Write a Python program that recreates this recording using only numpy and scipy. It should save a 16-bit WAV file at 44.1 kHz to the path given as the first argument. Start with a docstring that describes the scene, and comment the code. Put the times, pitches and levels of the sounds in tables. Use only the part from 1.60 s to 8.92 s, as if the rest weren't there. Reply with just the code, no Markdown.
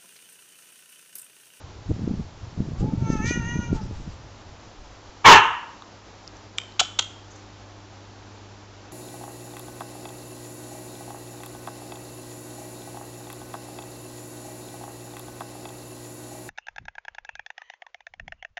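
"""A cat and a puppy face off in a tiled room, heard by a phone on the floor over room hiss and mains hum.
First a draught buffets the microphone: random pressure thumps over a slow sway. The cat yowls through it, a
harmonic source in throat and mouth resonances, and spits shaped noise. The puppy then barks once, rough pulses that
overload the phone. Small ticks come before and among three sharp smacking clicks, crackle ringing a small cavity (a
faint one leads); two faint hisses of air follow. The hum swells late; the room echoes and the input stage clips."""
import sys
import numpy as np
from scipy import signal
from scipy.fft import rfft, irfft
from scipy.io import wavfile
from scipy.ndimage import uniform_filter1d

SR = 44100
rng = np.random.default_rng(int(sys.argv[2]) if len(sys.argv) > 2 else 0)


def unload_wav(signal):
    """Save mono or channel-first audio to the path in sys.argv[1] as 16-bit WAV at rate SR, clipped to [-1, 1]."""
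    wavfile.write(
        sys.argv[1],
        SR,
        np.round(np.clip(np.atleast_2d(signal).T, -1, 1) * 32767).astype(np.int16),
    )


N = 322812


def gain_of(db):
    """Amplitude ratio: 20 dB is a factor of ten."""
    return 10 ** (np.asarray(db) / 20)


def evened(x):
    """Normalisation: scales a signal to rms 1."""
    return x / np.sqrt(np.mean(x ** 2) + 1e-20)


def read(points, hz):
    """Interpolation of a spectrum along a logarithmic frequency axis."""
    f, value = np.transpose(points)
    return np.interp(np.log(hz + 1), np.log(f + 1), value)


def curves(rows):
    """Linear interpolation in time: gives the start time, then each column sample by sample."""
    s, *columns = np.transpose(rows)
    t = np.arange(s[0], s[-1], 1 / SR)
    return s[0], *(np.interp(t, s, c) for c in columns)


def add(mix, s, sound):
    """Superposition: sums a sound into the mix from s seconds."""
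    part = mix[max(round(s * SR), 0):][:len(sound)]
    part += sound[:len(part)]


def resonate(x, hz, width):
    """Heterodyne resonance of gain 1: shifts hz (fixed or moving) to zero, smooths twice, shifts back."""
    turn = np.exp(2j * np.pi * np.cumsum(hz * np.ones(len(x))) / SR)
    r = np.exp(-np.pi * width / SR)  # width is that of each smoothing alone
    smooth = signal.lfilter([(1 - r) ** 2], [1, -2 * r, r * r], x / turn + 1e-18)
    return 2 * (turn * smooth).real


def through(x, modes):
    """Parallel formants: a sum of resonances with alternating sign."""
    return sum((-1) ** k * gain_of(db) * resonate(x, hz, w) for k, (hz, w, db) in enumerate(modes))


def wander(count, ms):
    """Low-passed random modulation of rms 1: noise averaged twice over ms."""
    size = max(round(ms * SR / 1000), 1)
    return evened(uniform_filter1d(uniform_filter1d(rng.standard_normal(count), size), size))


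def coloured(spectrum):
    """Spectral shaping: white noise weighted in frequency, then scaled to rms 1."""
    hz = np.fft.rfftfreq(N, 1 / SR)
    return evened(irfft(rfft(rng.standard_normal(N)) * gain_of(read(spectrum, hz)), N))


def thump(hz):
    """Passing eddy: one pointed pressure dip with a few damped swings on both sides, centred in 40 ms."""
    u = np.pi * hz * (np.arange(1764) - 882) / SR
    return -np.cos(2.08 * u) * np.exp(-.9 * (np.sqrt(u ** 2 + 0.049) - np.sqrt(.08)))


def draught():
    """Turbulent pressure: random small eddies and rumble, a slow sway, and the strongest eddies as thumps."""
    # Strength of the air before gusts [start_s, level_db]
    strength = [(0.0, -65), (0.09, -46.5), (0.275, -45.5), (0.295, -32.5), (0.39, -35), (0.47, -27.5),
                (0.6, -31), (0.66, -46.5), (0.97, -40.5), (1.0, -29), (1.16, -33.5), (1.23, -28),
                (1.75, -31.5), (2.13, -30), (2.42, -43), (2.58, -44), (2.62, -53), (2.97, -51.5),
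                (3.2, -62), (3.5, -65)]
    # Strongest eddies, one thump each [centre_s, level_db, pitch_hz (nominal)]
    eddies = [(0.3, -17.5, 170), (0.314, -11, 120), (0.364, -24, 170), (0.443, -19.5, 159),
              (0.478, -13.5, 242), (0.515, -17.5, 192), (0.54, -19, 204), (0.602, -19.5, 161),
              (1.005, -10.5, 165), (1.218, -23, 230), (1.229, -13, 197), (1.244, -16, 307),
              (1.281, -19.5, 200), (1.337, -16.5, 196), (1.425, -16.5, 214), (1.503, -10, 249),
              (1.535, -16, 184), (1.555, -15.5, 244), (1.642, -18.5, 186), (1.711, -11.5, 275),
              (1.776, -15.5, 216.7), (1.799, -15.5, 109.1), (1.959, -17, 177), (1.992, -16.5, 214),
              (2.106, -21, 161), (2.13, -9.5, 232), (2.161, -29, 178), (2.478, -21, 148)]
    # Relative spectrum of the rumble [frequency_hz, density_db]
    rumble_spectrum = [(20, -42), (50, -5), (100, 2.5), (170, 0), (330, -17), (500, -21.5), (700, -27.5),
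                       (1200, -52.5), (2500, -84)]
    # Relative spectrum of the slow pressure sway [frequency_hz, density_db]
    sway_spectrum = [(10, -13), (25, -12), (45, -5), (80, -20), (200, -52)]
    s, air_db = curves(strength)
    count = len(air_db)
    t = s + np.arange(count) / SR

    # small eddies crowd around each strong one: 14.5 dB under its level, spread over 13 ms
    wakes = sum(gain_of(2 * (db - 14.5)) * np.exp(-((t - at) / 0.013) ** 2) for at, db, hz in eddies)
    gusty_db = air_db + 2.3 * wander(count, 25)
    rumble_db = 10 * np.log10(gain_of(2 * gusty_db) + wakes)  # powers add
    # the sway follows a share of the strength in dB, with gusts of its own
    sway_db = -32 + 0.43 * air_db + 7.5 * wander(count, 40.)

    sizes_hz, eddies_per_s = (94, 127, 170, 214, 280), 220
    small = np.zeros(N)
    for hz in sizes_hz:
        arrivals = rng.random(N) < eddies_per_s / len(sizes_hz) / SR
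        train = arrivals * rng.standard_normal(N)
        small += signal.oaconvolve(train, thump(hz), "same")
    rumble = evened(evened(small) + 0.79 * coloured(rumble_spectrum))

    slow = np.clip((-32 - rumble_db) / 18, 0, 1)  # weaker air sheds larger, lower eddies
    dull = evened(resonate(rumble, 74.0, 120.))
    rumble = np.sqrt(1 - 0.71 * slow) * rumble[:count] + np.sqrt(0.83 * slow) * dull[:count]

    out = np.zeros(N)
    add(out, s, gain_of(rumble_db) * rumble)
    add(out, s, gain_of(sway_db) * coloured(sway_spectrum)[:count])
    for at, db, hz in eddies:
        add(out, at - 882 / SR, gain_of(db) * thump(hz))
    return out


def floor():
    """Continuous background: nearly steady room hiss and a mains hum that swells late."""
    # Partials of the hum, relative to its level [frequency_hz, level_db]
    hum_partials = [(50, -13), (100.2, 2), (200.4, -10.5), (300.6, -8.5), (375, -14)]
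    # Course of the hum level, shared by all partials [start_s, level_db]
    hum_course = [(0, -61.5), (2.6, -57.5), (4.2, -60.5), (4.7, -55.5), (5.1, -52.5), (6.9, -51),
                  (7.32, -53)]
    # Relative spectrum of the hiss [frequency_hz, density_db]
    hiss_spectrum = [(20, -17.5), (48, -5), (66, -11), (100, -9), (160, -15), (308, -11), (420, -13),
                     (840, -12.5), (2070, -22.5), (5670, -25), (7340, -29), (9500, -93.5), (12400, -105),
                     (20900, -120)]
    t = np.arange(N) / SR
    hum = sum(gain_of(db) * np.sin(2 * np.pi * (hz * t + rng.random())) for hz, db in hum_partials)
    hum_db = np.interp(t, *np.transpose(hum_course)) + .4 * wander(N, 100)
    hum *= np.sqrt(2) * gain_of(hum_db)
    hiss_db = -48 + .5 * wander(N, 40)
    return gain_of(hiss_db) * coloured(hiss_spectrum) + hum


def yowl():
    """Source and filter: clean harmonics pass a fixed throat and a mouth that opens, under a breathy shine."""
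    # Voice of the cat [start_s, pitch_hz, throat_db, mouth_db, mouth_hz]
    voice_path = [(1.14, 373.6, -63, -72, 1160), (1.18, 379.4, -46.5, -74, 1170),
                  (1.26, 429.5, -40.5, -75, 1300), (1.33, 446, -48, -72, 1300), (1.4, 458, -56, -64, 1350),
                  (1.47, 444, -40, -50, 1410), (1.52, 448.2, -44, -42.5, 1520),
                  (1.565, 429.5, -47, -49, 1380), (1.61, 432, -37, -46.5, 1730),
                  (1.66, 464.5, -55, -34, 2090), (1.72, 486.8, -69, -34.5, 2110),
                  (1.78, 473.4, -52, -45, 1550), (1.83, 458, -43, -45.5, 1810), (1.89, 474, -51, -41, 1910),
                  (1.95, 479.2, -45, -46.5, 1550), (2.03, 477.6, -48, -46.5, 1610),
                  (2.13, 463, -67, -59, 1450), (2.17, 446.5, -39.5, -59, 1300), (2.21, 421, -47, -66, 1220),
                  (2.24, 427, -74, -74, 1200)]
    # Moving mouth resonances [factor (on mouth_hz), width_hz, level_db (relative to mouth_db)]
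    mouth_modes = [(1, 690, 3.5), (1.5, 720, -3)]
    s, hz, throat_db, mouth_db, mouth_hz = curves(voice_path)
    count = len(hz)
    shine_db = -3 + 1.1 * mouth_db  # the shine follows the mouth level
    turns = np.cumsum(hz * (1 + 0.0048 * wander(count, 5.2))) / SR  # phase in cycles, slightly jittered

    def partials(first, last, flutter_db, ms):
        """Fourier sum of harmonics, each fluttering in level on its own."""
        return sum(np.cos(2 * np.pi * k * turns) * gain_of(flutter_db * wander(count, ms))
                   for k in range(first, last + 1))

    low = partials(2, 6, 1.2, 25)
    edge = partials(7, 8, 3.4, 40)
    high = partials(10, 15, 3.5, 15)
    throat = resonate(low, 880, 300)
    mouth = sum(gain_of(db) * resonate(low, factor * mouth_hz, w) for factor, w, db in mouth_modes)
    mouth += gain_of(-24) * edge
    breathy = high + 3.8 * rng.standard_normal(count)
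    shine = resonate(breathy, 6240, 590)
    voice = gain_of(throat_db) * throat - gain_of(mouth_db) * mouth + gain_of(shine_db) * shine
    voice *= np.sqrt(2) * gain_of(1.3 * wander(count, 39))
    return s, voice * signal.windows.tukey(count, .03)


def spit(length, db, hz, width):
    """Turbulent jet: a short puff of air as resonant noise that fades in and out."""
    count = round(length * SR)
    return gain_of(db) * evened(resonate(rng.standard_normal(count), hz, width)) * np.hanning(count)


def bark():
    """Driven vocal tract: jittered pulses and gated noise, forced through the open throat."""
    # Resonances of the open throat [frequency_hz, width_hz, level_db (relative)]
    throat_modes = [(69.5, 150, -9.5), (390, 190, -9.5), (968, 318, 4), (1290, 166, 0.5), (1644, 390, -2.5),
                    (2244, 530, -7.5), (2926, 670, -5), (3950, 870, -20.5), (6000, 2300, -24.5)]
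    start_s, length_s, level_db, rough = 3.641, .165, 1.5, 0.68
    rise_s, hold_s, close_s, release_db_per_s = .026, .088, .025, 300.
    first_hz, sag_hz_per_s, lowest_hz = 1189.6, 3600., 870  # the pitch sags steadily until it rests

    t = np.arange(0, length_s, 1 / SR)
    effort = np.minimum(t / rise_s, 1) ** 1.6 * np.minimum((length_s - t) / close_s, 1)
    effort *= gain_of(level_db - release_db_per_s * np.maximum(t - hold_s, 0))
    hz = np.maximum(first_hz - sag_hz_per_s * t, lowest_hz)
    turns = np.cumsum(hz * (1 + .03 * wander(len(hz), 2.5))) / SR
    folds = sum(np.cos(2 * np.pi * k * turns) for k in range(1, 8))
    gate = 0.83 + np.exp(-(turns % 1) / 0.22)  # noise is strongest as each cycle begins
    puffs = gate * rng.standard_normal(len(hz))
    drive = (1 - rough) * evened(folds) + rough * evened(puffs)
    return start_s, effort * evened(through(drive, throat_modes))


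def tick(db, hz, t60):
    """Damped free oscillation: a short exponential ring with a soft start."""
    t = np.arange(round(.06 * SR)) / SR
    return gain_of(db - 60 * t / t60) * np.sin(2 * np.pi * hz * t) * (1 - np.exp(-t / 0.00022))


def smack(length, db, hz, sizzle_db, ring_hz):
    """Cavity excitation: a seal tears open and crackles; gives the near sound and the narrow ring that carries."""
    # Resonances besides the cavity [frequency_hz, width_hz, level_db (relative to sizzle_db)]
    sizzle_modes = [(1455, 570, -1.5), (2300, 270, -12), (4600, 1700, -9), (5810, 900, -4.5),
                    (6770, 2750, -3)]
    u = np.arange(round(0.034 * SR)) / SR / length  # time in units of the length
    crackle = rng.standard_normal(len(u)) * gain_of(2.0 * wander(len(u), .3))
    crackle *= np.minimum(u / .3, 1) * np.exp(-np.maximum(u - .8, 0) / .3)
    highpass = signal.butter(N=2, Wn=600., btype="high", fs=SR, output="sos")
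    crackle = signal.sosfilt(highpass, crackle)  # too small to push bass
    near = resonate(crackle, hz, 1586.0) + gain_of(sizzle_db) * through(crackle, sizzle_modes)
    strongest = np.argmax(abs(crackle))
    pop = np.sqrt(np.sum(near ** 2)) * signal.unit_impulse(len(u), strongest)
    far = gain_of(10.5) * resonate(pop, ring_hz, 480.) + gain_of(-4.5) * near
    return gain_of(db) * np.array([near, far]) / np.sqrt(np.mean(near[u < 1] ** 2))


def room(x):
    """Reverberation: sparse random-sign taps, each band decaying at its own speed, and a few wall echoes."""
    # Decay time by band [frequency_hz, t60_s]
    decay = [(100, 0.46), (300, 0.39), (950, 0.6), (1400, 0.64), (2300, 0.53), (3150, 0.58), (4000, 0.36),
             (7000, 0.49)]
    # Single early echoes, relative to the unit-energy tail [delay_s, level_db]
    walls = [(0.0173, -5), (.032, -4.5), (.052, -10.5)]
    taps = np.zeros(SR)
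    at = np.arange(300, SR - 30, 30)
    taps[at + rng.integers(0, 30, at.shape)] = rng.choice([-1., 1.], at.shape)
    hz, t, z = signal.stft(taps, SR, nperseg=256)
    decayed = z * gain_of(-60 * t / read(decay, hz)[:, None])
    tail = signal.istft(decayed, SR, nperseg=256)[1]
    tail = tail / np.linalg.norm(tail)
    for delay, db in walls:
        add(tail, delay, gain_of([db]))
    return signal.fftconvolve(x, tail)[:N]


def scene():
    """Superposition at the microphone: direct sounds, their echoes, the draught and the background."""
    # Short hisses of air, the loudest a spit of the cat
    # [start_s, length_s, level_db (before the fades), centre_hz, width_hz]
    hisses = [(1.47, 0.1, -48, 5400, 3500), (1.64, 0.086, -37, 3880, 6060), (2.199, 0.056, -51, 5300, 900),
              (5.696, 0.043, -53.5, 6400, 1500), (5.75, .025, -51, 6400, 1500)]
    # Small ticks and pops [start_s, level_db (before the soft start), pitch_hz, t60_s]
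    small_ticks = [(4.222, -28, 1160, 0.014), (4.222, -30, 3690, 0.0053), (4.677, -17.5, 5150, 0.0032),
                   (4.769, -35, 6160, 0.0059), (5.122, -39, 4020, .015), (5.2129, -15.5, 733, 0.036),
                   (5.397, -15.5, 880, 0.0097)]
    # Smacks, each a short crackling burst
    # [start_s, length_s, level_db (near sound), cavity_hz, sizzle_db (relative), ring_hz]
    bursts = [(4.978, 0.0018, -38, 6300, -10, 6300), (4.983, 0.0031, -18.5, 3070, -7.5, 3070),
              (5.193, 0.014, -14, 3440, -3.5, 3330), (5.3878, 0.0089, -15, 3380, -6, 3320)]
    cat, dog, clicks, carried = np.zeros((4, N))
    add(cat, *yowl())
    for s, *row in hisses:
        add(cat, s, spit(*row))
    add(dog, *bark())
    for s, *row in small_ticks:
        add(clicks, s, tick(*row))
    for s, *row in bursts:
        near, far = smack(*row)
        add(clicks, s, near)
        add(carried, s, far)  # heard only by way of the room
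    echoes = room(gain_of(-8.0) * cat + gain_of(-11) * dog + gain_of(-12.0) * carried)
    return (cat + dog + clicks + echoes + draught() + floor())[None]


def record(dry):
    """Overload and band limiting: uneven clipping, a narrow voice band, clipped overshoot, a last low-pass."""
    mic_clip, file_clip = 0.68, 0.76  # of full scale
    stop_hz, edge_hz = 9125, 15850  # stop-band edge of the voice band; final cutoff
    clipped = np.clip(dry, -.95 * mic_clip, mic_clip)
    voice_band = signal.cheby2(N=10, rs=55, Wn=stop_hz, fs=SR, output="sos")
    narrow = signal.sosfilt(voice_band, clipped)
    stored = np.clip(narrow, -file_clip, file_clip)
    lowpass = signal.firwin(511, edge_hz, window=("kaiser", 9), fs=SR)
    return signal.oaconvolve(stored, lowpass[None], "same")


dry = scene()
out = record(dry)
unload_wav(out)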